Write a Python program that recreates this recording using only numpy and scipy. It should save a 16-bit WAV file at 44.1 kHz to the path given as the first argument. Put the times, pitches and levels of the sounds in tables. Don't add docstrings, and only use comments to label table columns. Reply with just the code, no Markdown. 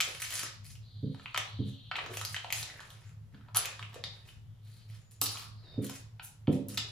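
import sys
import numpy as np
from scipy import signal
from scipy.fft import rfft, irfft, next_fast_len
from scipy.io import wavfile

SR = 44100
rng = np.random.default_rng(int(sys.argv[2]) if len(sys.argv) > 2 else 0)


def to_wav(sig):
    pcm = np.clip(np.atleast_2d(sig), -1, 1) * 32767
    pcm = np.round(pcm).astype(np.int16)
    wavfile.write(sys.argv[1], SR, pcm.T)


N = 305118
TIME = np.arange(N) / SR


def from_db(db):
    return np.exp(np.asarray(db) * np.log(10) / 20)


def rms_one(x):
    return x / np.sqrt(np.mean(x ** 2) + 1e-20)


def energy_one(x):
    return x / np.sqrt(np.sum(x ** 2) + 1e-20)


def at_hz(points, hz):
    f, value = np.transpose(points)
    return np.interp(np.log(hz), np.log(f), value)


def band(x, low, high):
    sos = signal.butter(2, [low, min(high, .48 * SR)], "band", fs=SR, output="sos")
    return signal.sosfilt(sos, x)


def half_octaves(low, count):
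    return low * 2 ** ((np.arange(count)[:, None] + np.arange(3) / 2) / 2)


def drift(rate):
    step = 40
    r = np.exp(-2 * np.pi * step * rate / SR)
    slow = signal.lfilter([1], [1, -2 * r, r * r], rng.standard_normal(N // step + 1002))
    slow = slow[1000:]
    return np.interp(np.arange(N) / step, np.arange(len(slow)), rms_one(slow))


def add(track, s, sound):
    start = min(max(0, int(s * SR)), N)
    track[start:start + len(sound)] += sound[:N - start]


def snap_ring(pitches, t60, spread_s):
    starts = spread_s * rng.exponential(1, (len(pitches), 1))
    age = np.maximum(TIME[:SR // 80] - starts + starts.min(), 0).astype("float32")
    tones = np.sin(2 * np.pi * pitches[:, None].astype("float32") * age)
    modes = tones * from_db(-60 * age / t60)
    return rng.normal(0, 1, len(pitches)) @ modes


# start in seconds,
# main pitch in Hz (of the loose flap, for paper), level in dB before mixing,
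# treble slope in dB per octave, typical time over which its steps spread in seconds.
SHARP_SNAPS = [(0.0031, 2226, -29, 0.5, 0.0012), (0.0088, 3050, -33.5, 1.5, .0007),
               (0.0165, 3400, -43, -2, .003), (0.2236, 2320, -40, -11.5, .0003),
               (0.2452, 2470, -48.5, 4.5, 0.0013), (0.4326, 1310, -42, 3.5, 0.00073),
               (0.7536, 2800, -61, 1.5, .0015), (1.1449, 1070, -52, -23, 0.00085),
               (1.1963, 1440, -51, -13, 0.0012), (1.2583, 2540, -37.5, -32, 0.00042),
               (1.3448, 1230, -31, -11, .0015), (1.3612, 2070, -36.5, -11.5, 0.000416),
               (1.3758, 2610, -31.5, -0.5, 0.00053), (1.9131, 1270, -32.5, -28, 0.00037),
               (1.9165, 2230, -37, -22, 0.00138), (1.9553, 2470, -33, -21, 0.0016),
               (1.964, 2680, -40.5, -6.5, 0.0013), (1.9847, 1510, -36, -29, .001),
               (1.9885, 2220, -33, -30, .0015), (2.0616, 1160, -44, -5, .001), (2.171, 2930, -42, 4, .0005),
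               (2.2131, 1440, -38.5, 1, 0.00071), (2.2498, 4020, -48.5, 8.5, .0005),
               (2.3442, 2036, -39, -2, 0.0012), (2.3636, 3140, -36.5, -7.5, .002),
               (2.4446, 900, -38.5, -13.5, 0.00046), (2.5035, 2270, -39.5, -4.5, 0.0011),
               (2.5247, 2210, -36, 5, 0.000772), (2.5302, 2390, -43.5, 3, 0.0018),
               (2.6288, 3940, -44, 2, 0.00078), (2.8037, 1050, -50, -1.5, .0006),
               (2.809, 1730, -50, -20, .0015), (2.9037, 3350, -58, 3.5, 0.00038),
               (3.3442, 1401, -56, -20, .002), (3.4096, 1180, -62, -21, .001),
               (3.4613, 1050, -68, -26.5, 0.0015), (3.4849, 1500, -56, -29, 0.0013),
               (3.547, 1357, -39, 1.5, 0.0012), (3.5545, 1290, -36, -2.5, 0.0015),
               (3.5600, 10100, -55, 14, .002), (3.5643, 900, -33.5, -3.5, .0015),
               (3.5697, 10360, -35.5, 7.5, .0006), (3.5759, 1240, -38, -19.5, 0.0012),
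               (3.6497, 2300, -40, -13, .0015), (3.6559, 2490, -39.5, 2.5, .0005),
               (3.7932, 1250, -41.5, -11, .0007), (3.8265, 2540, -43, -9, .001),
               (3.9428, 971, -53.5, 2.5, .0015), (4.0393, 3950, -41.5, -4.5, 0.000202),
               (5.2146, 8140, -48.5, 14, .0008), (5.2175, 1065, -34.5, -2.5, .002),
               (5.2588, 4600, -42.5, 4, 0.0018), (5.2645, 3740, -52, 8.5, .0015),
               (5.371, 3020, -47, -6.5, 0.00094), (5.8443, 9850, -53, 5, .0015),
               (5.8952, 958, -45.5, 2.5, .0015), (6.1955, 1210, -46, -29.5, 0.001026),
               (6.1962, 2790, -46, -25, 0.0007), (6.4723, 2235, -43.5, -24, .001),
               (6.478, 2690, -54, -18.5, 0.0017), (6.5095, 2870, -68.5, -22, 0.00085),
               (6.6846, 8900, -80, 20.5, 0.0018), (6.7738, 3740, -39.5, 3, .001),
               (6.777, 4500, -41, 2.5, 0.000617), (6.7795, 2230, -38.5, -1, 0.0013)]
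FLAP_BOOST_DB = 6.5
TREBLE_FROM_HZ = 2590


def snaps(rows, ring_s=0.0017, ring_slope=1.0, flap_db=-3, gather=0.69):
    out, t = np.zeros(N), TIME[:SR // 80]
    flap_t60 = .006
    # from Hz, to Hz, level in dB
    zones = [(637, 2045, -4.5), (1760, 4720, 0.07), (3608, 9760, -0.5), (9300, 14800, -7.0)]
    times, flap_hz, level_db, slope, steps_s = np.transpose(rows)
    flaps = np.array([energy_one(np.sin(2 * np.pi * hz * t) * from_db(-60 * t / flap_t60))
                      for hz in flap_hz])
    for low, high, zone_db in zones:
        holds = ((low <= flap_hz) & (flap_hz < high))[:, None]
        pitches = np.linspace(low, high, num=20)
        pitches = pitches + gather * holds * (flap_hz[:, None] - pitches)
        t60 = ring_s * (2000 / low) ** ring_slope
        cracks = np.array([energy_one(snap_ring(p, t60, step_s))
                           for p, step_s in zip(pitches, steps_s)])
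        with_flap = cracks + from_db(flap_db) * holds * flaps
        sounds = band(band(with_flap, low, high), low, high)
        octaves_up = max(0, np.log2(np.sqrt(low * high) / TREBLE_FROM_HZ))
        strengths = from_db(level_db + zone_db + slope * octaves_up + FLAP_BOOST_DB * holds[:, 0])
        for s, strength, sound in zip(times, strengths, sounds):
            add(out, s, strength * energy_one(sound))
    return out


LEAD_S = 0.0072
SWELL_SHARE, SAG_DB, RELEASE_DB_PER_S = 0.2, 5, 278.5


def rustle_envelope(length):
    t = np.arange(-LEAD_S, length + 60 / RELEASE_DB_PER_S, 1 / SR)
    rise = np.minimum((t + LEAD_S) / (LEAD_S + SWELL_SHARE * length), 1)
    swell = np.sin(np.pi / 2 * rise) ** 2
    sag_db = SAG_DB * np.clip(t / length, 0, 1)
    release_db = RELEASE_DB_PER_S * np.maximum(t - length, 0)
    return swell * from_db(-sag_db - release_db)


# start in seconds, length in seconds,
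# level in dB before mixing, tilt in dB per octave.
PAPER_SLIDES = [(0.0, 0.15, -42.5, 2), (0.195, 0.11, -43, 5), (0.3, .13, -40, 4), (0.434, 0.055, -48, 1),
                (0.637, 0.085, -56.5, 5.5), (1.094, 0.39, -64.5, -1), (1.328, 0.17, -57, -2),
                (1.649, 0.058, -63, 4.5), (1.935, 0.2, -50, -4.5), (2.099, 0.23, -48, 3),
                (2.304, 0.8, -61, -1), (2.542, 0.073, -39.5, 4), (2.621, 0.38, -66.5, -1.5),
                (2.854, 0.069, -66, 3.5), (3.32, 0.06, -67, -4), (3.544, 0.14, -38.5, 0),
                (3.7, 0.28, -63, -2), (3.922, 0.054, -53.5, -2.5), (4.066, 0.26, -64, -1.5),
                (4.268, 0.033, -61.5, 5), (4.627, 0.2, -66.5, 3.5), (4.881, 0.084, -57.5, 2),
                (5.113, 0.02, -63, 6.5), (5.214, 0.041, -45.5, 10), (5.274, 0.15, -48.5, 5),
                (5.577, 0.38, -68, -7), (5.816, 0.094, -50, 5.5), (5.937, 0.028, -52, 5),
                (6.227, 0.043, -56.5, 9.5), (6.516, 0.03, -52.5, 3), (6.686, 0.057, -49, 5),
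                (6.802, 0.16, -56.5, -2.5)]
# frequency in Hz, level in dB.
PAPER_COLOUR = [(300, -6.5), (450, 2), (750, -8), (1200, -6.5), (2100, -4.5), (3200, -6.5), (4500, -7),
                (6500, -7), (10000, -1), (14000, -5)]
TILT_PIVOT_HZ, ARCH_DB = 2730, 2


def rustle(grains_per_s=600, size_db=2.0, clump_db=5.5, slide=0.68, patchy_db=6.0):
    sizes_db = size_db * np.minimum(rng.exponential(1, N), 4)
    clumps_db = clump_db * np.minimum(drift(71), 1)
    grains = from_db(sizes_db + clumps_db) * (rng.random(N) < grains_per_s / SR)
    ticking = rms_one(grains * rng.standard_normal((2, N)))
    textures = ticking + slide * rng.standard_normal((2, N))
    envelopes = [rustle_envelope(row[1]) for row in PAPER_SLIDES]
    out = np.zeros(N)
    for k, (low, hz, high) in enumerate(half_octaves(250, count=12)):
        octaves, gain = np.log2(hz / TILT_PIVOT_HZ), np.zeros(N)
        for (s, _, level_db, tilt), envelope in zip(PAPER_SLIDES, envelopes):
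            add(gain, s - LEAD_S, envelope * from_db(level_db + tilt * octaves))
        patches = from_db(patchy_db * np.tanh(drift(42)))
        texture = rms_one(band(textures[k % 2], low, high) * patches)
        colour = from_db(at_hz(PAPER_COLOUR, hz) - ARCH_DB * octaves ** 2)
        out += texture * gain * colour
    return out


TICK_DB, TICK_SPREAD_DB = -16.5, 6.5
TICK_HZ = (940, 4800)
TICK_STEP_S = .0005


def stray_ticks(count=2):
    rows = []
    lowest, highest = TICK_HZ
    for s, length, level_db, tilt in PAPER_SLIDES:
        for when, pitch, size in rng.random((count, 3)):
            hz = lowest * (highest / lowest) ** pitch
            tick_db = level_db + TICK_DB + TICK_SPREAD_DB * (2 * size - 1)
            rows.append((s + when * length, hz, tick_db, tilt, TICK_STEP_S))
    return rows


# start in seconds,
# length in seconds, first pitch in Hz, last pitch in Hz, level in dB before mixing.
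ROUGH_TONES = [(0.064, 0.035, 550, 535, -46), (0.284, 0.19, 2170, 1850, -48.5),
               (0.314, 0.14, 1337, 1292, -59.5), (0.439, 0.05, 370, 330, -65),
               (2.077, 0.053, 440, 390, -52), (2.656, 0.19, 2060, 1700, -57.5),
               (2.682, 0.11, 620, 430, -59), (2.447, 0.05, 760, 640, -55.5),
               (2.798, 0.13, 1050, 1100, -63.5), (3.338, 0.036, 1600, 1500, -67),
               (3.402, 0.1, 1662, 1750, -67), (3.456, 0.047, 860, 1000, -63.5),
               (3.955, 0.049, 452, 565, -55), (4.273, 0.025, 2960, 3000, -59.5),
               (5.248, 0.21, 1130, 1250, -54), (5.278, 0.17, 4650, 4600, -53.5),
               (5.292, 0.16, 3800, 3700, -60)]


def rough_tones(slips_per_s=210, size_db=7.5, scatter=0.066, ring_cycles=22):
    out, t = np.zeros(N), TIME[:SR // 25]
    for s, length, first_hz, last_hz, level_db in ROUGH_TONES:
        gaps = rng.uniform(.2, 1.8, 80)
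        sizes, detunes = rng.standard_normal((2, 80))
        for when, size, detune in zip(np.cumsum(gaps) / slips_per_s, sizes, detunes):
            if when < length:
                hz = (first_hz + (last_hz - first_hz) * when / length) * np.exp(scatter * detune)
                pulse = energy_one(np.sin(2 * np.pi * hz * t) * from_db(-60 * t * hz / ring_cycles))
                strength = from_db(level_db + size_db * size) * np.sqrt(SR / slips_per_s)
                add(out, s + when, pulse * strength)
    return out


# start in seconds, pitch in Hz,
# level in dB before mixing.
RIM_KNOCKS = [(0.433, 444, -47), (1.3591, 917, -62), (1.3755, 918, -34.5), (1.38, 490, -47.5),
              (2.0618, 514, -45.5), (2.171, 804, -42), (2.3636, 777, -51.5), (2.4434, 682, -50),
              (2.6288, 584, -55.5), (3.4865, 616, -58), (5.2148, 453, -42.5), (6.478, 928, -37)]


def knocks(ring_s=0.015, spread_s=0.00084, lowest=0.58, highest=1.5):
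    out = np.zeros(N)
    for s, hz, level_db in RIM_KNOCKS:
        ring = snap_ring(hz * np.linspace(lowest, highest, num=12), ring_s, spread_s)
        add(out, s, from_db(level_db) * energy_one(band(ring, hz * lowest, hz * highest)))
    return out


def moving_resonance(hz, width):
    cycles = np.cumsum(width) / SR
    knots = rng.standard_normal((2, SR // 10))
    along, across = [np.interp(cycles, np.arange(len(k)), k) for k in knots]
    phase = 2 * np.pi * np.cumsum(hz) / SR
    return rms_one(along * np.cos(phase) + across * np.sin(phase))


# start in seconds, length in seconds, first hiss pitch in Hz,
# settled hiss pitch in Hz, settling time in seconds, width in Hz before the spread factor,
# level in dB before the judder and mixing.
STICK_STROKES = [(0.815, 0.97, 4095, 3620, 0.46, 464.5, -62), (1.438, 0.49, 3943, 3397, .3, 450.4, -57.5),
                 (3.02, 0.11, 6940, 7050, 0.051, 503, -69.5), (4.423, 0.46, 3470, 3280, 0.066, 294, -78.5),
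                 (4.61, 0.27, 3970, 4330, 0.084, 398, -68.5), (4.981, 0.44, 6740, 7250, 0.15, 202, -73),
                 (5.529, 0.27, 4360, 4540, 0.055, 425, -65.5), (5.617, 0.205, 4270, 3660, 0.028, 59.4, -59)]


def glue_strokes(fade_s=0.041, judder_db=2.0, spread=3.3):
    out = np.zeros(N)
    for s, length, first_hz, settled_hz, settling_s, width, level_db in STICK_STROKES:
        t = np.arange(0, length, 1 / SR)
        hz = settled_hz + (first_hz - settled_hz) * np.exp(-t / settling_s)
        contact = np.clip(np.minimum(t, length - t) / fade_s, 0, 1)
        hiss = moving_resonance(hz, np.full(len(t), spread * width))
        add(out, s, hiss * contact * from_db(level_db))
    return out * from_db(judder_db * drift(39))


# start in seconds, level in dB before mixing.
STICK_CASE_CLICKS = [(4.0393, -45), (5.2146, -47.5), (5.2645, -46.5), (6.777, -42.5)]
# pitch in Hz, strength in dB, time to fall by 60 dB in seconds.
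CASE_TONES = [(2160, -13, 0.059), (2860, -6.5, 0.055), (3640, -6, 0.12), (3750, -9.5, 0.26),
              (3840, 9.5, 0.005), (4050, 1, 0.027), (4400, 9, 0.0062), (4570, -9, 0.077), (4870, -11, 0.05),
              (5560, -9, 0.03), (6030, -13, 0.03)]


def case_clicks():
    out, t = np.zeros(N), TIME[:SR // 4]
    hz, mode_db, t60 = np.array(CASE_TONES).T[:, :, None]
    ring = (from_db(mode_db - 60 * t / t60) * np.sin(2 * np.pi * hz * t)).sum(axis=0)
    for s, level_db in STICK_CASE_CLICKS:
        add(out, s, from_db(level_db) * ring)
    return out


# start in seconds, level in dB before mixing, low cut in Hz,
# contact cut-off (high cut) in Hz, time for the load to build in seconds.
TABLE_BUMPS = [(1.026, -24, 90.6, 173, 0.004), (1.588, -24.5, 86.5, 170, 0.0023),
               (3.333, -31.5, 105, 85, 0.011), (4.035, -52, 92, 109, 0.0024),
               (5.218, -44, 201, 403, 0.0027), (5.776, -27, 105, 272, 0.0016),
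               (6.477, -21, 100, 480, 0.0012), (6.514, -29.5, 170, 480, 0.0012),
               (6.574, -34.5, 240, 400, 0.002), (6.683, -37, 91.6, 190, 0.0018)]
# pitch in Hz before small random detuning, strength in dB before
# random variation, time to fall by 60 dB in seconds.
TABLE_TONES = [(124, -2.5, 0.12), (152, -8, 0.15), (204, -6, 0.3), (250, -4, 0.07), (268, -2, 0.2),
               (341, -11, 0.22), (430, -8.5, 0.19), (500, -8, 0.19), (568, -10, 0.14), (630, -18, 0.1),
               (680, -23, 0.1), (918, -27, 0.2)]


def bumps(spot_db=2.5, detune=0.0085, settle_db=-8.5, settle_s=0.024, settle_loss_db=3, count=3):
    out, t = np.zeros(N), TIME[:SR // 2]
    hz, mode_db, t60 = np.array(TABLE_TONES).T[:, :, None]
    for s, level_db, lowest_hz, contact_hz, build_s in TABLE_BUMPS:
        contact = np.vstack([signal.butter(2, contact_hz, fs=SR, output="sos"),
                             signal.butter(4, lowest_hz, "high", fs=SR, output="sos")])
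        delays = np.cumsum(settle_s * rng.uniform(.5, 1.5, count))
        settling = zip(delays, settle_db - settle_loss_db * np.arange(count))
        for late_s, touch_db in [(0.0021, 0.0081)] + list(settling):
            spot, load = rng.standard_normal((2, len(TABLE_TONES), 1))
            strengths = from_db(mode_db + spot_db * spot - 60 * t / t60)
            modes = strengths * np.sin(2 * np.pi * hz * (1 + detune * load) * t)
            blow = modes.sum(axis=0) * (1 - np.exp(-t / build_s))
            add(out, s + late_s, from_db(level_db + touch_db) * signal.sosfilt(contact, blow))
    return signal.sosfilt(signal.butter(4, 950, fs=SR, output="sos"), out + 1e-18)


# frequency in Hz, correlation.
LEFT_RIGHT_LIKENESS = [(50, 0.84), (150, 0.93), (350, 0.74), (700, 0.11), (1400, 0.069), (3000, 0.05),
                       (12000, 0.088)]


def diffuse(hz, pair):
    alike = np.clip(at_hz(LEFT_RIGHT_LIKENESS, hz), -.5, .99)
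    return pair[0] + np.sqrt((1 - alike) / (1 + alike)) * pair[1] * np.array([[1], [-1]])


# pitch in Hz, distance in Hz to where it is 6 dB weaker,
# level in dB before wavering.
DRONE_TONES = [(51.6, 4.8, -76), (77, 2.4, -68), (106.7, 4.7, -52), (152.2, 8.6, -66), (215, 8.9, -76.5)]
# frequency in Hz, level in dB per Hz.
AIR_NOISE = [(25, -89), (70, -83), (125, -77), (180, -91.5), (290, -104), (450, -104), (700, -108),
             (1500, -112), (4000, -118), (8000, -123), (14000, -128), (16000, -140)]
DRONE_WAVER_DB, DRONE_WAVER_PER_S = 5.5, 3.8


def background():
    size = next_fast_len(N)
    hz = np.maximum(np.fft.rfftfreq(size, 1 / SR), 1)
    drone_power = 0
    for centre, width, level_db in DRONE_TONES:
        shape = 1 / (1 + ((hz - centre) / width) ** 2) ** 2
        drone_power = drone_power + from_db(level_db) ** 2 * 2 / (np.pi * width) * shape
    air_power = from_db(at_hz(AIR_NOISE, hz)) ** 2
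    layers = []
    for power in (air_power, drone_power):
        spectrum = diffuse(hz, rfft(rng.standard_normal((2, size)))) * np.sqrt(power * SR / 2)
        layers.append(irfft(spectrum, size)[:, :N])
    air, drone = layers
    return air + drone * from_db(DRONE_WAVER_DB * np.minimum(drift(DRONE_WAVER_PER_S), 1))


# frequency in Hz, time to fall by 60 dB in seconds,
# level in dB relative to the other rows.
ROOM_DECAY = [(98.8, 0.38, -0.5), (343, 0.33, 2.5), (786, 0.62, -2), (2040, 0.36, 0.5), (4430, 0.5, 1),
              (7800, 0.26, 5), (12650, 0.088, 0)]


def room_response(build_s=0.000072):
    t, out = TIME[:SR * 3 // 4], 0
    for low, hz, high in half_octaves(62, count=16):
        t60 = at_hz(np.array(ROOM_DECAY)[:, :2], hz)
        level_db = at_hz(np.array(ROOM_DECAY)[:, ::2], hz)
        noise = np.array([rms_one(v) for v in band(rng.standard_normal((2, len(t))), low, high)])
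        strength = np.sqrt((high - low) / SR) * from_db(level_db - 60 * t / t60)
        out = out + diffuse(hz, noise) * strength
    out = out * (1 - np.exp(-t / build_s))
    return out / np.sqrt(np.sum(out.mean(axis=0) ** 2))


def place(x, room, direct_db, room_db, pan_db):
    direct = np.array([x, np.concatenate([[0], x[:-1]])]) * from_db(direct_db)
    echoes = signal.fftconvolve(x[None].astype("float32"), room.astype("float32"), axes=1)[:, :N]
    return (direct + echoes * from_db(room_db)) * from_db([[pan_db / 2], [-pan_db / 2]])


def scene():
    room = room_response()
    sharp = (snaps(SHARP_SNAPS + stray_ticks()) + knocks()) * from_db(20.5)
    rough = rustle() * from_db(-4.5) + rough_tones() * from_db(-8.0)
    cracks = place(sharp, room, direct_db=-1.0, room_db=-4.0, pan_db=0)
    paper = place(rough, room, direct_db=-1.5, room_db=-3.5, pan_db=0.35)
    stick = place(glue_strokes(), room, direct_db=-5, room_db=-9.5, pan_db=1.5)
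    case = place(case_clicks(), room, direct_db=4, room_db=1.5, pan_db=1.5)
    table = place(bumps(), room, direct_db=4.5, room_db=0.0, pan_db=-2.5)
    return cracks + paper + stick + case + table + background()


# frequency in Hz, width in Hz, gain in dB.
TREBLE_SHAPE = [(8634, 1120, -34), (9800, 1800, 4.5), (11820, 1400, -20), (13240, 640, 9),
                (16000, 720, -25.5)]
CUTOFF_HZ = 15900


def record(dry):
    for hz, width, gain_db in TREBLE_SHAPE:
        b, a = signal.iirpeak(hz, hz / width, fs=SR)
        dry = dry + (from_db(gain_db) - 1) * signal.lfilter(b, a, dry)
    return signal.sosfilt(signal.ellip(10, .1, 80, CUTOFF_HZ, fs=SR, output="sos"), dry)


dry = scene()
out = record(dry)
to_wav(out)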